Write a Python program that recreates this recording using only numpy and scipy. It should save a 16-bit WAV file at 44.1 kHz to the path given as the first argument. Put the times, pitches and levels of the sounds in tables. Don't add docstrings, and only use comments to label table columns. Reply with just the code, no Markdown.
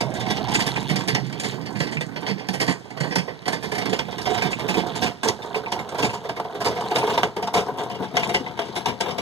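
import sys
import numpy as np
from scipy import signal
from scipy.fft import rfft, irfft, next_fast_len
from scipy.io import wavfile

SR = 44100
rng = np.random.default_rng(int(sys.argv[2]) if len(sys.argv) > 2 else 0)


def dump(signal):
    limited = np.clip(np.atleast_2d(signal).T, -1, 1)
    pcm = np.round(limited * 32767).astype(np.int16)
    wavfile.write(sys.argv[1], SR, pcm)


N = 406143
TIME = np.arange(N) / SR
FFT_SIZE = next_fast_len(N + SR // 2)
RING_SIZE = 16384
SPAN_S = .03

# (time [s], left minus right [dB])
PLACE = [(0, -16), (1.4, -27), (2.5, -32), (4.3, -23.5), (6.1, -5.5), (7.4, 0.5), (8.2, 8), (9.21, 15.5)]
# (frequency [Hz], relative level [dB])
BOOM = [(25, -64), (42, -54), (70, -6.5), (100, -7), (135, 1), (200, 6.5), (290, -1), (380, 2.5),
        (600, -51.5)]
WALL = [(170, -35.5), (280, -7.5), (350, -3.5), (480, 4.5), (590, -1), (800, -4), (1030, 0), (1300, -6.5),
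        (1600, -13), (2500, -37)]
# (frequency [Hz], relative level [dB])
BOOM_FAR = [(25, -54), (45, -38), (75, -40), (105, -6.5), (140, 7), (195, 3.5), (235, -3.5), (290, 3),
            (380, -4), (600, -46)]
WALL_FAR = [(170, -26), (280, -8), (350, -0.5), (450, 11), (560, 2.5), (720, 1.5), (920, 0), (1100, -3.5),
            (1350, -20), (1550, -4.5), (2300, -47.5)]
# (frequency [Hz], width [Hz], height [dB])
BOOM_MODES = [(117.4, 17, 10.5), (193, 116, 2)]
WALL_MODES = [(412, 39, 8.5), (718.7, 38, 14), (879, 58, 6.5), (930, 55, 5.5), (970, 41, -11.5)]
KNOCK_DB = 0.5


def tub(cluster):
    thuds = [bumps(cluster, order=1, db=-1.5, hardness_share=0.03, scatter_db=5.0),
             shaking(rattle(order=1), order=1, db=5.0, scatter_db=4.5, count=600)]
    boom = turning(thuds, colour(BOOM_FAR), colour(BOOM, BOOM_MODES),
                   t60=0.17, tail_db=-7.0, tail_t60=0.32, apart=0.33, count=5)
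    clacks = [bumps(cluster, order=2, db=-1.5, hardness_share=-0.19, scatter_db=3.5),
              shaking(rattle(order=2), order=1, db=-0.5, scatter_db=5.5, count=650)]
    clack = turning(clacks, colour(WALL_FAR), colour(WALL, WALL_MODES),
                    t60=0.2, tail_db=-14.5, tail_t60=0.19, apart=0.078, count=9, patchy_db=2.5)
    side_db = curve(PLACE, TIME)
    floor = undb(1.54) * pan(boom, 0.68 * side_db - 1.0)
    walls = undb(-0.5) * pan(clack + undb(KNOCK_DB) * knocks(), 0.69 * side_db + 0.28)
    return floor + walls


# (time [s], relative level [dB], pitch of the spot [Hz])
KNOCKS = [(.265, -31, 710), (.305, -31.5, 900), (.59, -27, 865), (.906, -19, 148), (1.125, -22, 150),
          (1.757, -26.5, 162), (1.959, -28, 150), (2.298, -21, 190), (2.487, -25, 188), (2.684, -19, 225),
          (3.006, -21, 170), (3.163, -21.5, 186), (3.778, -28.5, 710), (3.889, -27, 190), (3.92, -26, 444),
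          (4.27, -22.5, 710), (4.295, -23.5, 432), (4.312, -24, 710), (4.355, -28.5, 716),
          (4.443, -22.5, 200), (4.644, -26.5, 432), (4.695, -38, 915), (4.765, -22, 294), (4.782, -41, 930),
          (5.261, -22, 450), (5.559, -24.5, 433), (5.668, -35, 900), (6.034, -22.5, 308),
          (6.135, -31.5, 930), (6.397, -31, 960), (6.546, -31, 435), (6.662, -25, 930), (6.775, -30, 740),
          (6.81, -30.5, 930), (6.952, -24.5, 432), (7.03, -31, 432), (7.03, -26.5, 1050), (7.175, -27, 900),
          (7.228, -29, 716), (7.473, -28, 930), (7.543, -22, 724), (7.9, -33.5, 716), (8.0, -28, 210),
          (8.139, -30, 244), (8.165, -25, 705), (8.285, -26.5, 710), (8.4, -29.5, 229), (8.589, -26.5, 710),
          (8.868, -35, 720)]
# (frequency [Hz], decay by 60 dB [s])
TUB_MODES = [(122, 0.07), (150, 0.16), (186, 0.18), (240, 0.064), (340, 0.053), (432, 0.15), (497, 0.023),
             (716, 0.14), (868, 0.041), (932, 0.08), (1040, 0.024)]
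KNOCK_PUSH_S, KNOCK_BOUNCE_S = 0.0019, .006
KNOCK_DETUNE = 0.017
OFF_PITCH_DB_PER_OCTAVE = 33
LOW_CUT_HZ = 119


def knocks():
    t = np.arange(RING_SIZE // 2) / SR
    out = np.zeros(N + SR)
    chances = rng.standard_normal((len(KNOCKS), len(TUB_MODES) + 2))
    for (start, db, pitch), chance in zip(KNOCKS, chances):
        tone = 0
        for (hz, t60), shift in zip(TUB_MODES, chance):
            lead = undb(-OFF_PITCH_DB_PER_OCTAVE * abs(np.log2(hz / pitch)))
            wave = np.sin(2 * np.pi * hz * (1 + KNOCK_DETUNE * shift) * t)
            tone = tone + lead * wave * np.exp(-np.log(1000) * t / t60)
        bounces = sum(.5 * np.interp(t - KNOCK_BOUNCE_S * (1 + abs(c)), t, tone, left=0) for c in chance[-2:])
        tone = (tone + bounces) * (1 - np.exp(-t / KNOCK_PUSH_S))
        i = int(start * SR)
        out[i:i + len(t)] += tone * undb(db) * np.sqrt(SPAN_S * SR / np.sum(tone ** 2))
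    low_cut = signal.butter(4, LOW_CUT_HZ, "high", fs=SR, output="sos")
    return signal.sosfilt(low_cut, out[:N])


# (frequency [Hz], relative level [dB])
METAL = [(900, -15), (1400, -6), (1650, -7), (2100, 1), (2900, 10.5), (3500, 8), (4000, 0.5), (4700, -36),
         (5600, -1.5), (8000, -65.5)]
EDGE = [(3300, -5.5), (4800, 5), (6000, -0.5), (7300, 4), (8600, -3), (11000, -11), (13000, -19),
        (14600, -40), (16000, -29)]
# (frequency [Hz], relative level [dB])
METAL_FAR = [(900, -29), (1400, -21), (1700, 4.5), (1950, 6.5), (2500, 5.5), (3200, 7.5), (3800, -11),
             (4700, 5.5), (5600, -17), (8000, -78)]
# (frequency [Hz], width [Hz], height [dB])
METAL_MODES = [(1610, 53, 16), (1980, 46, 4), (2153, 55, 6), (2316, 65, 4), (3650, 290, -8.5),
               (4100, 120, -8)]
EDGE_MODES = [(5100, 540, 9), (5190, 140, -8), (6000, 210, 3), (8800, 150, -19), (11220, 200, 2.5)]
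METAL_LEAN, METAL_SIDE_DB = 0.55, -7.5


def metalwork(cluster):
    rattles = [bumps(cluster, order=3, db=-1.0, hardness_share=0.24, scatter_db=4.5),
               shaking(rattle(order=3), order=1, db=-8.5, scatter_db=3.0, count=700)]
    clatter = turning(rattles, colour(METAL_FAR), colour(METAL, METAL_MODES),
                      t60=0.14, tail_db=-8.5, tail_t60=0.16, apart=0.43, count=8)
    ticks = [bumps(cluster, order=3, db=-13.5, hardness_share=1.0, scatter_db=-0.5),
             shaking(rattle(order=3), order=1, db=-18.5, scatter_db=9.5, count=700)]
    edge = strike(ticks, colour(EDGE, EDGE_MODES), t60=0.11, tail_db=-23.5, tail_t60=0.63, apart=1.0, count=7)
    side_db = METAL_LEAN * curve(PLACE, TIME) + METAL_SIDE_DB
    return undb(-5.0) * pan(clatter, side_db) + undb(0.57) * pan(edge, 0.18 * side_db)


# (time [s], tub wall level [dB], frame level [dB], sharp edge level [dB])
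SLAMS = [(.011, -30.5, -36, -36), (.555, -34, -27, -35), (1.083, -30, -30, -31), (1.149, -35, -38, -32),
         (3.158, -24.5, -37, -35), (3.481, -29, -42, -49), (3.992, -31, -30, -40), (4.422, -26.5, -40, -38),
         (5.286, -29, -32.5, -25), (5.72, -31.5, -39, -36.5), (6.295, -31, -36, -50),
         (6.399, -29.5, -41, -47), (6.959, -30, -26.5, -40), (7.177, -21, -27.5, -55),
         (7.232, -21.5, -24.5, -37), (7.475, -31, -37, -42), (8.168, -26.5, -25, -30.5),
         (8.346, -32, -27, -34), (8.591, -26.5, -30.5, -44), (8.858, -31, -32, -36),
         (9.009, -28, -29, -30.5)]


def slams():
    times, *levels_db = np.transpose(SLAMS)
    wall, frame, edge = ([(times, undb(db) * np.sqrt(SPAN_S * SR))] for db in levels_db)
    crack = strike(wall, colour(WALL, WALL_MODES),
                   t60=0.094, tail_db=-19, tail_t60=0.3, apart=.06, count=3, patchy_db=1.0)
    clang = strike(frame, colour(METAL, METAL_MODES), t60=.065, tail_db=-16, tail_t60=.2, apart=1, count=3)
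    snap = strike(edge, colour(EDGE, EDGE_MODES), t60=0.061, tail_db=-26, tail_t60=0.28, apart=0.99, count=3)
    side_db = curve(PLACE, TIME)
    metal_side_db = METAL_LEAN * side_db + METAL_SIDE_DB
    return pan(crack, 0.8 * side_db) + pan(clang, metal_side_db) + pan(snap, .1 * side_db)


# (time [s], relative level [dB], pitch that the touched spot favours [Hz])
CLINKS = [(0.551, -16, 2630), (.762, -21, 2500), (1.971, -21, 2500), (2.009, -27.5, 3520),
          (4.421, -19, 2500), (4.531, -19, 2550), (4.688, -19, 2570), (4.743, -20.5, 2480),
          (5.064, -22, 2580), (5.421, -33.5, 3540), (5.546, -22, 2630), (5.661, -27, 2480),
          (5.79, -34, 2090), (6.028, -18, 2600), (6.049, -23, 2340), (6.095, -27, 2600), (7.016, -26, 2640),
          (8.169, -22, 2090), (8.233, -20, 2600), (8.346, -20, 2090), (8.463, -31, 2090)]
# (frequency [Hz], relative level [dB], decay by 60 dB [s])
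FITTING = [(2090, -4, .07), (2340, -3, .07), (2480, -2, .06), (2640, 1, .045), (3520, -9, .04),
           (4350, -11, .04), (5230, -8, .05), (7090, -20, .05)]
SPOT_DB, SPOT_WIDTH_HZ = 15.5, 240
SKID_GAP_S, SKID_FADE_DB = .003, -3
SKID_DETUNE = .025
FITTING_LAG_S = 0.00026


def fitting(count=4):
    t = np.arange(RING_SIZE // 2) / SR
    out = np.zeros(N + SR)
    for (start, db, pitch), (bends, gaps) in zip(CLINKS, rng.standard_normal((len(CLINKS), 2, count))):
        touch = 0
        for hz, mode_db, t60 in FITTING:
            lift_db = SPOT_DB * np.exp(-((hz - pitch) / SPOT_WIDTH_HZ) ** 2)
            decay = np.exp(-np.log(1000) * t / t60)
            touch = touch + undb(mode_db + lift_db) * np.sin(2 * np.pi * hz * t) * decay
        chime = 0
        for k in range(count):
            since = t - k * SKID_GAP_S * np.exp(.3 * gaps[k])
            bent = np.interp(since * (1 + SKID_DETUNE * bends[k]), t, touch, left=0)
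            chime = chime + undb(SKID_FADE_DB * k) * bent
        i = int(start * SR)
        out[i:i + len(t)] += chime * undb(db) * np.sqrt(SPAN_S * SR / np.sum(chime ** 2))
    ports = np.array([np.interp(TIME - FITTING_LAG_S, TIME, out[:N]), out[:N]])
    return undb(-7.5) * pan(ports, 0.53 * curve(PLACE, TIME))


MAIN_HIT_DB = 2


def clusters(scatter_db, count=11):
    rows = jolts()
    share = (np.arange(count) + rng.random((len(rows), count))) / count
    times = rows[:, :1] + rows[:, 1:2] * np.sqrt(-2 * np.log(1 - .98 * share))
    main_hit = np.arange(count) == count // 2
    db = scatter_db * rng.standard_normal((len(rows), count)) + MAIN_HIT_DB * main_hit
    return times, undb(db), rows[:, 2:3], rows[:, 3:4]


# (time [s], scale of the collisions' spread [s], relative strength [dB], hardness [dB])
BUMPS = [(.005, 0.0044, -24.5, 4.5), (0.139, 0.012, -32.5, 2), (.195, 0.011, -28.5, 3),
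         (0.278, 0.0066, -29, -2), (0.3, 0.0062, -22.5, 2.5), (0.359, 0.009, -28.5, 2),
         (0.481, 0.005, -34, 6), (0.51, 0.0069, -27, 1), (.538, 0.0087, -26, 11.5), (.591, 0.014, -23, 5.5),
         (.661, 0.0069, -25.5, 4.5), (0.756, 0.0075, -32, 2), (.889, 0.012, -23.5, -1),
         (.956, 0.0049, -26.5, 6), (1.07, 0.016, -25, 4), (1.144, 0.0059, -23.5, 1.5),
         (1.396, 0.0038, -34, 10), (1.43, 0.013, -29.5, 6.5), (1.519, 0.0074, -34.5, -13),
         (1.658, 0.0038, -35, 0), (1.749, 0.011, -32.5, -6), (1.8, 0.003, -25, -1), (1.831, 0.0057, -35, 1),
         (1.868, 0.0041, -33, -3), (1.91, 0.015, -33, 1), (2.007, 0.0036, -30, 0.5),
         (2.157, .006, -29, -6.5), (2.22, 0.0043, -31.5, -20), (2.256, 0.023, -24, -0.5),
         (2.375, 0.02, -36, 0), (2.485, 0.002, -25.5, 0.5), (2.531, 0.0081, -28, 1), (2.594, 0.016, -21, 4),
         (2.663, 0.026, -22, 1), (2.903, 0.0023, -39, -2), (2.968, 0.0052, -33.5, -3),
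         (3.002, 0.0051, -27.5, 1.5), (3.027, 0.016, -26.5, -9), (3.103, 0.014, -27.5, 0.5),
         (3.154, 0.0039, -24.5, 9), (3.179, 0.0048, -29, 4.5), (3.272, 0.0091, -31, -12),
         (3.454, 0.0082, -28, -5), (3.478, 0.0021, -24.5, 3.5), (3.52, 0.009, -25, 2),
         (3.62, 0.016, -29, 0), (3.715, 0.0042, -27, -2.5), (3.748, 0.0045, -29, 1),
         (3.779, 0.0048, -27, 3), (3.811, 0.0061, -27.5, -4), (3.854, 0.0037, -25.5, -3),
         (3.892, 0.0031, -33, 5), (3.926, 0.0047, -22.5, -2), (3.988, 0.003, -25.5, 1),
         (4.083, 0.0028, -35, -23), (4.125, 0.0027, -34, -8), (4.179, 0.0053, -30, -1),
         (4.213, 0.0036, -42.5, 16), (4.252, 0.0097, -24, 1.5), (4.29, 0.016, -26.5, -1),
         (4.338, 0.0089, -24.5, -2), (4.374, 0.0051, -26, 1), (4.422, 0.0027, -26.5, 2),
         (4.438, 0.016, -24.5, -2), (4.51, 0.0067, -32.5, 7), (4.59, 0.0083, -28, -1),
         (4.635, 0.0098, -33.5, -19), (4.681, .011, -22, 2), (4.739, 0.0065, -30.5, 5.5),
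         (4.765, 0.015, -22.5, 0), (4.863, 0.0046, -41.5, 10.5), (4.912, 0.0028, -42.5, 2),
         (4.951, 0.0076, -30.5, 10.5), (5.013, 0.015, -20, 5.5), (5.059, 0.01, -25.5, 2),
         (5.231, 0.0028, -21.5, 2), (5.241, 0.0056, -31, 13), (5.255, 0.0043, -27, -10),
         (5.274, 0.008, -21.5, 6), (5.418, 0.012, -37, 4), (5.544, 0.017, -27, 4.5),
         (5.66, 0.0052, -42, -24), (5.718, 0.0044, -23, 7), (5.758, 0.0036, -32, -14),
         (5.79, 0.0041, -29.5, 1), (5.889, 0.0016, -36.5, 10.5), (5.92, 0.0032, -32.5, -17),
         (5.943, 0.0057, -29, 0), (5.979, 0.011, -22.5, 6), (6.02, 0.0089, -23.5, 9.5),
         (6.042, 0.0058, -22.5, 7.5), (6.1, 0.0037, -33, 5), (6.128, 0.01, -30, 7.5),
         (6.238, 0.011, -34, 1), (6.289, 0.0037, -29, 4), (6.362, 0.0059, -29.5, -2),
         (6.399, 0.0022, -36, -3), (6.444, 0.0034, -35.5, -3), (6.546, 0.0061, -31.5, -3),
         (6.603, 0.0084, -25.5, 5.5), (6.645, 0.014, -19, 8.5), (6.708, 0.0053, -29, -2),
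         (6.754, 0.013, -27, 0), (6.807, 0.0028, -31.5, 6), (6.852, 0.0048, -31, -4),
         (6.907, 0.0059, -24.5, -1), (6.952, 0.0076, -18.5, 4.5), (6.979, 0.0056, -24.5, 7),
         (7.025, .012, -28, 1), (7.068, 0.009, -23.5, 0), (7.096, 0.0045, -22.5, 1),
         (7.134, 0.0074, -25, 2), (7.175, 0.0048, -22, 3.5), (7.227, 0.0061, -23.5, 2),
         (7.364, 0.0024, -26.5, 0), (7.424, 0.0035, -25.5, 2.5), (7.469, 0.0024, -32.5, 7),
         (7.536, 0.0079, -18, 4.5), (7.563, 0.0099, -16.5, -0.5), (7.6, 0.0048, -32, 8),
         (7.682, 0.0031, -30.5, -29), (7.774, 0.017, -24.5, -6), (7.829, 0.0059, -35.5, -3),
         (7.897, .004, -31, -7), (7.945, 0.0061, -33.5, -2), (7.999, 0.0038, -34, -37),
         (8.022, 0.014, -29.5, -7), (8.138, 0.0037, -32.5, -19), (8.167, 0.0045, -23.5, 0),
         (8.192, 0.0051, -28.5, 1), (8.235, 0.0063, -31, 1), (8.288, 0.0061, -27.5, -1),
         (8.337, 0.0093, -20.5, -2), (8.462, 0.0073, -33.5, -15), (8.573, 0.002, -35.5, -4),
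         (8.591, 0.0027, -31, -2), (8.612, 0.0052, -31.5, -4), (8.676, 0.01, -42, 5),
         (8.752, 0.012, -23, 2), (8.858, 0.0026, -20.5, -3), (8.881, 0.004, -24, 0),
         (9.002, 0.0041, -23.5, 2), (9.026, 0.0064, -28.5, -5), (9.057, 0.0054, -24.5, -15),
         (9.08, .006, -24, -9), (9.105, 0.0039, -29.5, 4), (9.18, 0.003, -21.5, 0.5)]
# (time [s], relative level [dB])
GROUND = [(0, -33.5), (.5, -33), (1.05, -34), (1.3, -37.5), (1.5, -33.5), (1.62, -40.5), (1.85, -34),
          (2.1, -42.5), (2.45, -36.5), (2.87, -45.5), (3.1, -36.5), (3.42, -46.5), (3.75, -32.5),
          (4.1, -40), (4.3, -34.5), (4.95, -32.5), (5.15, -47), (5.45, -38.5), (6.5, -42), (7.05, -32),
          (7.32, -42.5), (7.75, -34), (8.1, -37.5), (8.3, -30), (8.53, -41.5), (8.75, -33), (8.96, -43.5),
          (9.2, -29.5)]
JOLT_DB, JOLT_SCATTER_DB, JOLT_HARDNESS_DB = -3, 6, 1
JOLT_SPREAD_S = .003


def jolts(count=36):
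    chance = rng.random((count, 3))
    times = (np.arange(count) + chance[:, 0]) * N / SR / count
    db = curve(GROUND, times) + JOLT_DB + JOLT_SCATTER_DB * (2 * chance[:, 1] - 1)
    spreads = JOLT_SPREAD_S * (.5 + chance[:, 2])
    lesser = np.column_stack([times, spreads, db, np.full(count, JOLT_HARDNESS_DB)])
    return np.vstack([BUMPS, lesser])


# (time [s], boom [dB], wall clack [dB], metal clatter [dB])
PART_LEVELS = [(0, -4.5, -2, 1), (1.6, -3, -1, 5), (3, -6, 0.5, 2.5), (4.4, -6.5, 0, 2),
               (5.8, -8.5, 2.5, -3.5), (7.6, -13.5, 0.5, -3.5), (8.3, -9.5, -0.5, 2),
               (9.2, -11, -2.5, -2.5)]


def bumps(cluster, order, db, hardness_share, scatter_db):
    times, sizes, strength_db, hardness_db = cluster
    sizes = sizes * undb(scatter_db * rng.standard_normal(sizes.shape))
    sizes *= np.sqrt(SPAN_S * SR / np.sum(sizes ** 2, axis=1, keepdims=True))
    part_db = curve(PART_LEVELS, times, order=order)
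    sizes *= undb(db + strength_db + hardness_share * hardness_db + part_db)
    return times.ravel(), sizes.ravel()


AFTER_RATTLE_DB, SETTLE_S = -9, 0.012


def rattle(order):
    t = TIME[::100]
    power = undb(2 * curve(GROUND, t))
    for start, _, db, _ in BUMPS:
        settling = (t > start) * np.exp(-np.abs(t - start) / SETTLE_S)
        power = power + undb(2 * (db + AFTER_RATTLE_DB)) * settling
    return np.column_stack([t, 10 * np.log10(power) + curve(PART_LEVELS, t, order=order)])


def shaking(table, order, db, scatter_db, count):
    chance = rng.random(count)
    times = (np.arange(count) + 2 * chance) * N / SR / count
    sizes = undb(scatter_db * np.clip(rng.standard_normal(count), -2, 2))
    return times, sizes * undb(db + curve(table, times, order=order)) * np.sqrt(N / np.sum(sizes ** 2))


# (time [s], share [0-1])
SIDE_ON = [(0, 1), (1.2, 0.28), (3.2, 0), (4.3, 0.84), (6.5, 0.76), (9.2, 1)]


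def turning(collisions, far, close, **ringing):
    times, sizes = np.hstack(collisions)
    share = np.clip(curve(SIDE_ON, times), 0, 1)
    views = [(1 - share, far), (share, close)]
    return sum(strike([(times, sizes * np.sqrt(part))], response, **ringing) for part, response in views)


DWELL_SIZE = 2400
PATCH_HZ = np.geomspace(600, 16000, 26)


def strike(collisions, response, t60, tail_db, tail_t60, apart, count=10, patchy_db=4):
    times, sizes = np.hstack(collisions)
    at = np.clip(times * SR, 0, N + SR - 1).astype(int)
    loaded = rng.integers(0, count, (N + SR) // DWELL_SIZE + 1)[at // DWELL_SIZE]
    point = np.where(rng.random(len(at)) < .7, loaded, rng.integers(0, count, len(at)))
    pushes = np.zeros((count, N + SR))
    np.add.at(pushes, (point, at), rng.choice([-1, 1], len(at)) * sizes)
    f = np.fft.rfftfreq(RING_SIZE, 1 / SR)
    out = 0
    for push in pushes:
        patches_db = np.interp(f, PATCH_HZ, patchy_db * rng.standard_normal(len(PATCH_HZ)))
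        answer = ring(response * undb(patches_db), t60, tail_db, tail_t60, apart)
        out = out + signal.oaconvolve(push[None, :N], answer[:, :-RING_SIZE // 16], axes=1)[:, :N]
    return out


APART_HZ = 1480


def ring(response, t60, tail_db, tail_t60, apart):
    t = np.arange(RING_SIZE) / SR
    early, late = rng.standard_normal((2, 3, RING_SIZE))
    body = early * np.exp(-np.log(1000) * t / t60)
    tail = undb(tail_db) * (early + late) * np.exp(-np.log(1000) * t / tail_t60)
    crack = undb(3.5) * early * np.exp(-t / .0012)
    parts = rfft(crack + body + tail)
    own = apart + (np.fft.rfftfreq(RING_SIZE, 1 / SR) / APART_HZ) ** 2
    answer = irfft(response * (parts[0] + own * parts[1:]) / np.hypot(1, own))
    return answer / np.sqrt(np.sum(answer ** 2) / 2)


def colour(points, modes=()):
    f = np.maximum(np.fft.rfftfreq(RING_SIZE, 1 / SR), 1)
    hz, db = np.transpose(points)
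    broad = undb(np.interp(np.log(f), np.log(hz), db))
    peaks = sum(undb(2 * d) / (1 + (2 * (f - centre) / width) ** 2) for centre, width, d in modes)
    cepstrum = irfft(np.log(broad * np.sqrt(1 + peaks)))
    cepstrum[1:RING_SIZE // 2] *= 2
    cepstrum[RING_SIZE // 2 + 1:] = 0
    return np.exp(rfft(cepstrum))


def pan(x, balance_db):
    gains = undb(np.array([balance_db, -balance_db]) / 2)
    return x * gains / np.sqrt(np.mean(gains ** 2, axis=0))


def curve(table, t, order=1):
    rows = np.array(table, float)
    return np.interp(t, rows[:, 0], rows[:, order])


def undb(db):
    return 10 ** (np.asarray(db) / 20)


# (time [s], relative level [dB])
GRIT = [(0, -55), (.2, -37), (.65, -33), (.85, -35.5), (1.28, -50), (1.5, -34.5), (1.65, -75), (3.45, -50),
        (3.8, -44), (4.3, -43.5), (4.75, -42.5), (5.03, -32.5), (5.17, -51), (5.45, -44.5), (6.5, -50.5),
        (6.75, -39.5), (7.15, -33.5), (7.3, -56), (7.8, -55), (8.55, -47), (9.2, -46)]
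CRUNCH_GAP_S, CRUNCH_FADE_DB = 0.0021, -9.5


def gravel(count=3):
    stone = colour([(500, -37), (1200, -19), (2000, 2.5), (2800, 19),
                    (3700, 7), (4700, -15), (8000, -7.5), (15000, -40)])
    times, sizes = shaking(GRIT, order=1, db=-9, scatter_db=5, count=800)
    delays = CRUNCH_GAP_S * np.cumsum(rng.exponential(size=(len(times), count)), axis=1)
    click_times = (times[:, None] + delays).ravel()
    click_sizes = np.outer(sizes, undb(CRUNCH_FADE_DB * np.arange(count))).ravel()
    clicks = strike([(click_times, click_sizes)], stone,
                    t60=0.03, tail_db=-13, tail_t60=.1, apart=1, count=5, patchy_db=4)
    return pan(clicks, 0.08 * curve(PLACE, TIME))


PEBBLE_HZ, PEBBLE_SPREAD_OCTAVES = 3400, .26
PEBBLE_CYCLES = 24


def pebbles():
    times, sizes = shaking(GRIT, order=1, db=-6.5, scatter_db=4.5, count=1700)
    chance = rng.standard_normal((len(times), 3))
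    pitches = (PEBBLE_HZ * 2 ** (PEBBLE_SPREAD_OCTAVES * np.clip(chance[:, :2], -2, 2))).T
    sides = pan(sizes, 0.33 * curve(PLACE, times) + 5 * chance[:, 2]) / np.sqrt(2)
    return np.array([sum(grains(times, side, hz, PEBBLE_CYCLES, size=400) for hz in pitches) for side in sides])


# (time [s], relative level [dB], middle pitch [Hz])
TREAD = [(0, -28.5, 620), (.2, -33, 696), (.55, -30, 850), (.8, -35, 880), (1.1, -57, 945)]
TREAD_CYCLES = 30


def treads():
    times, sizes = shaking(TREAD, order=1, db=-2, scatter_db=2.5, count=1400)
    hz = curve(TREAD, times, order=2) * (1 + 0.068 * rng.standard_normal(len(times)))
    return pan(grains(times, sizes, hz, TREAD_CYCLES), 0.65 * curve(PLACE, TIME))


def grains(times, sizes, hz, cycles, size=2048):
    turns = hz[:, None] * np.arange(size) / SR
    rings = np.sin(2 * np.pi * turns) * np.exp(-np.log(1000) * turns / cycles)
    rings *= (sizes / np.linalg.norm(rings, axis=1))[:, None]
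    at = (times[:, None] * SR).astype(int) + np.arange(size)
    return np.bincount(at.ravel(), rings.ravel(), minlength=N)[:N]


# (time [s], relative level [dB])
TYRES = [(0, -27.5), (.6, -30), (1.25, -26), (1.55, -43), (1.95, -35), (2.1, -55), (2.65, -38), (2.85, -50),
         (3.5, -46), (9.2, -53)]


def tyres():
    casing = colour([(50, -57), (100, 1.0), (130, 19.5), (160, 6.0), (220, 6), (500, -71)], [(140, 86, 13.5)])
    presses = shaking(TYRES, order=1, db=-4.5, scatter_db=2.5, count=1500)
    drone = strike([presses], casing, t60=0.025, tail_db=-4, tail_t60=0.058, apart=0.29, count=5)
    return pan(drone, 1.2 * curve(PLACE, TIME))


# (time [s], level relative to each bump [dB])
TURF = [(0, -21), (2, -32), (3.6, -25), (4.4, -18), (5.6, -20.5), (6.8, -20), (8, -20.5), (9.2, -23.5)]


def thumps():
    times, _, strength_db, _ = np.transpose(BUMPS)
    sizes = undb(strength_db + curve(TURF, times)) * np.sqrt(SPAN_S * SR)
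    rubber = colour([(30, -18), (48, -25), (72, 3), (100, 4), (130, -8.5), (250, -34)])
    thud = strike([(times, sizes)], rubber, t60=0.15, tail_db=-16, tail_t60=0.41, apart=0.45, count=2)
    return pan(thud, 0.4 * curve(PLACE, TIME) - 3)


# (frequency [Hz], relative level [dB])
AIR = [(25, -29), (90, -12), (300, -15.5), (1000, -21.5), (4000, -29), (9000, -45), (15000, -60)]


def air():
    noise = rng.standard_normal((2, N))
    hush = signal.oaconvolve(noise, irfft(colour(AIR))[None], axes=1)[:, :N]
    return undb(-48.5) * hush / np.std(hush)


def scene():
    cluster = clusters(scatter_db=0.5)
    barrow = tub(cluster) + metalwork(cluster) + slams() + fitting()
    barrow = barrow + gravel() + pebbles() + treads() + tyres() + thumps()
    dull = signal.sosfilt(signal.butter(1, 3000, fs=SR, output="sos"), barrow[::-1])
    echo = np.array([np.interp(TIME - .031, TIME, side, left=0) for side in dull])
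    return barrow + undb(-26.5) * echo + air()


# (frequency [Hz], gain [dB])
SIDE_LIFT = [(800, 0), (1100, -1.5), (1450, 6.5), (1900, 8), (2500, -2.5), (4000, -0.5), (8000, -0.5)]
# (frequency [Hz], lead [rad])
LEFT_LEADS = [(90, 0.98), (250, 0.62), (700, 0), (1000, 0.31)]
PORT_LAG_S = .000389
WIDEN_SHARE, WIDEN_FROM_HZ, WIDEN_FULL_HZ = 0.61, 740, 1290
TOP_HZ = 14900


def record(dry):
    f = np.fft.rfftfreq(FFT_SIZE, 1 / SR)
    share = WIDEN_SHARE * np.interp(f, [WIDEN_FROM_HZ, WIDEN_FULL_HZ], [0, 1])
    ports = rfft(dry, FFT_SIZE) * np.exp(.5j * np.array([[1], [-1]]) * curve(LEFT_LEADS, f))
    late = np.exp(-2j * np.pi * f * PORT_LAG_S) * ports[::-1]
    wide = (ports - share * late) / np.hypot(1, share)
    mid = wide.mean(axis=0)
    wide = mid + (wide - mid) * undb(curve(SIDE_LIFT, f))
    top_cut = signal.ellip(8, .2, 70, TOP_HZ, fs=SR, output="sos")
    return signal.sosfilt(top_cut, irfft(wide, FFT_SIZE)[:, :N])


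dry = scene()
out = record(dry)
dump(out)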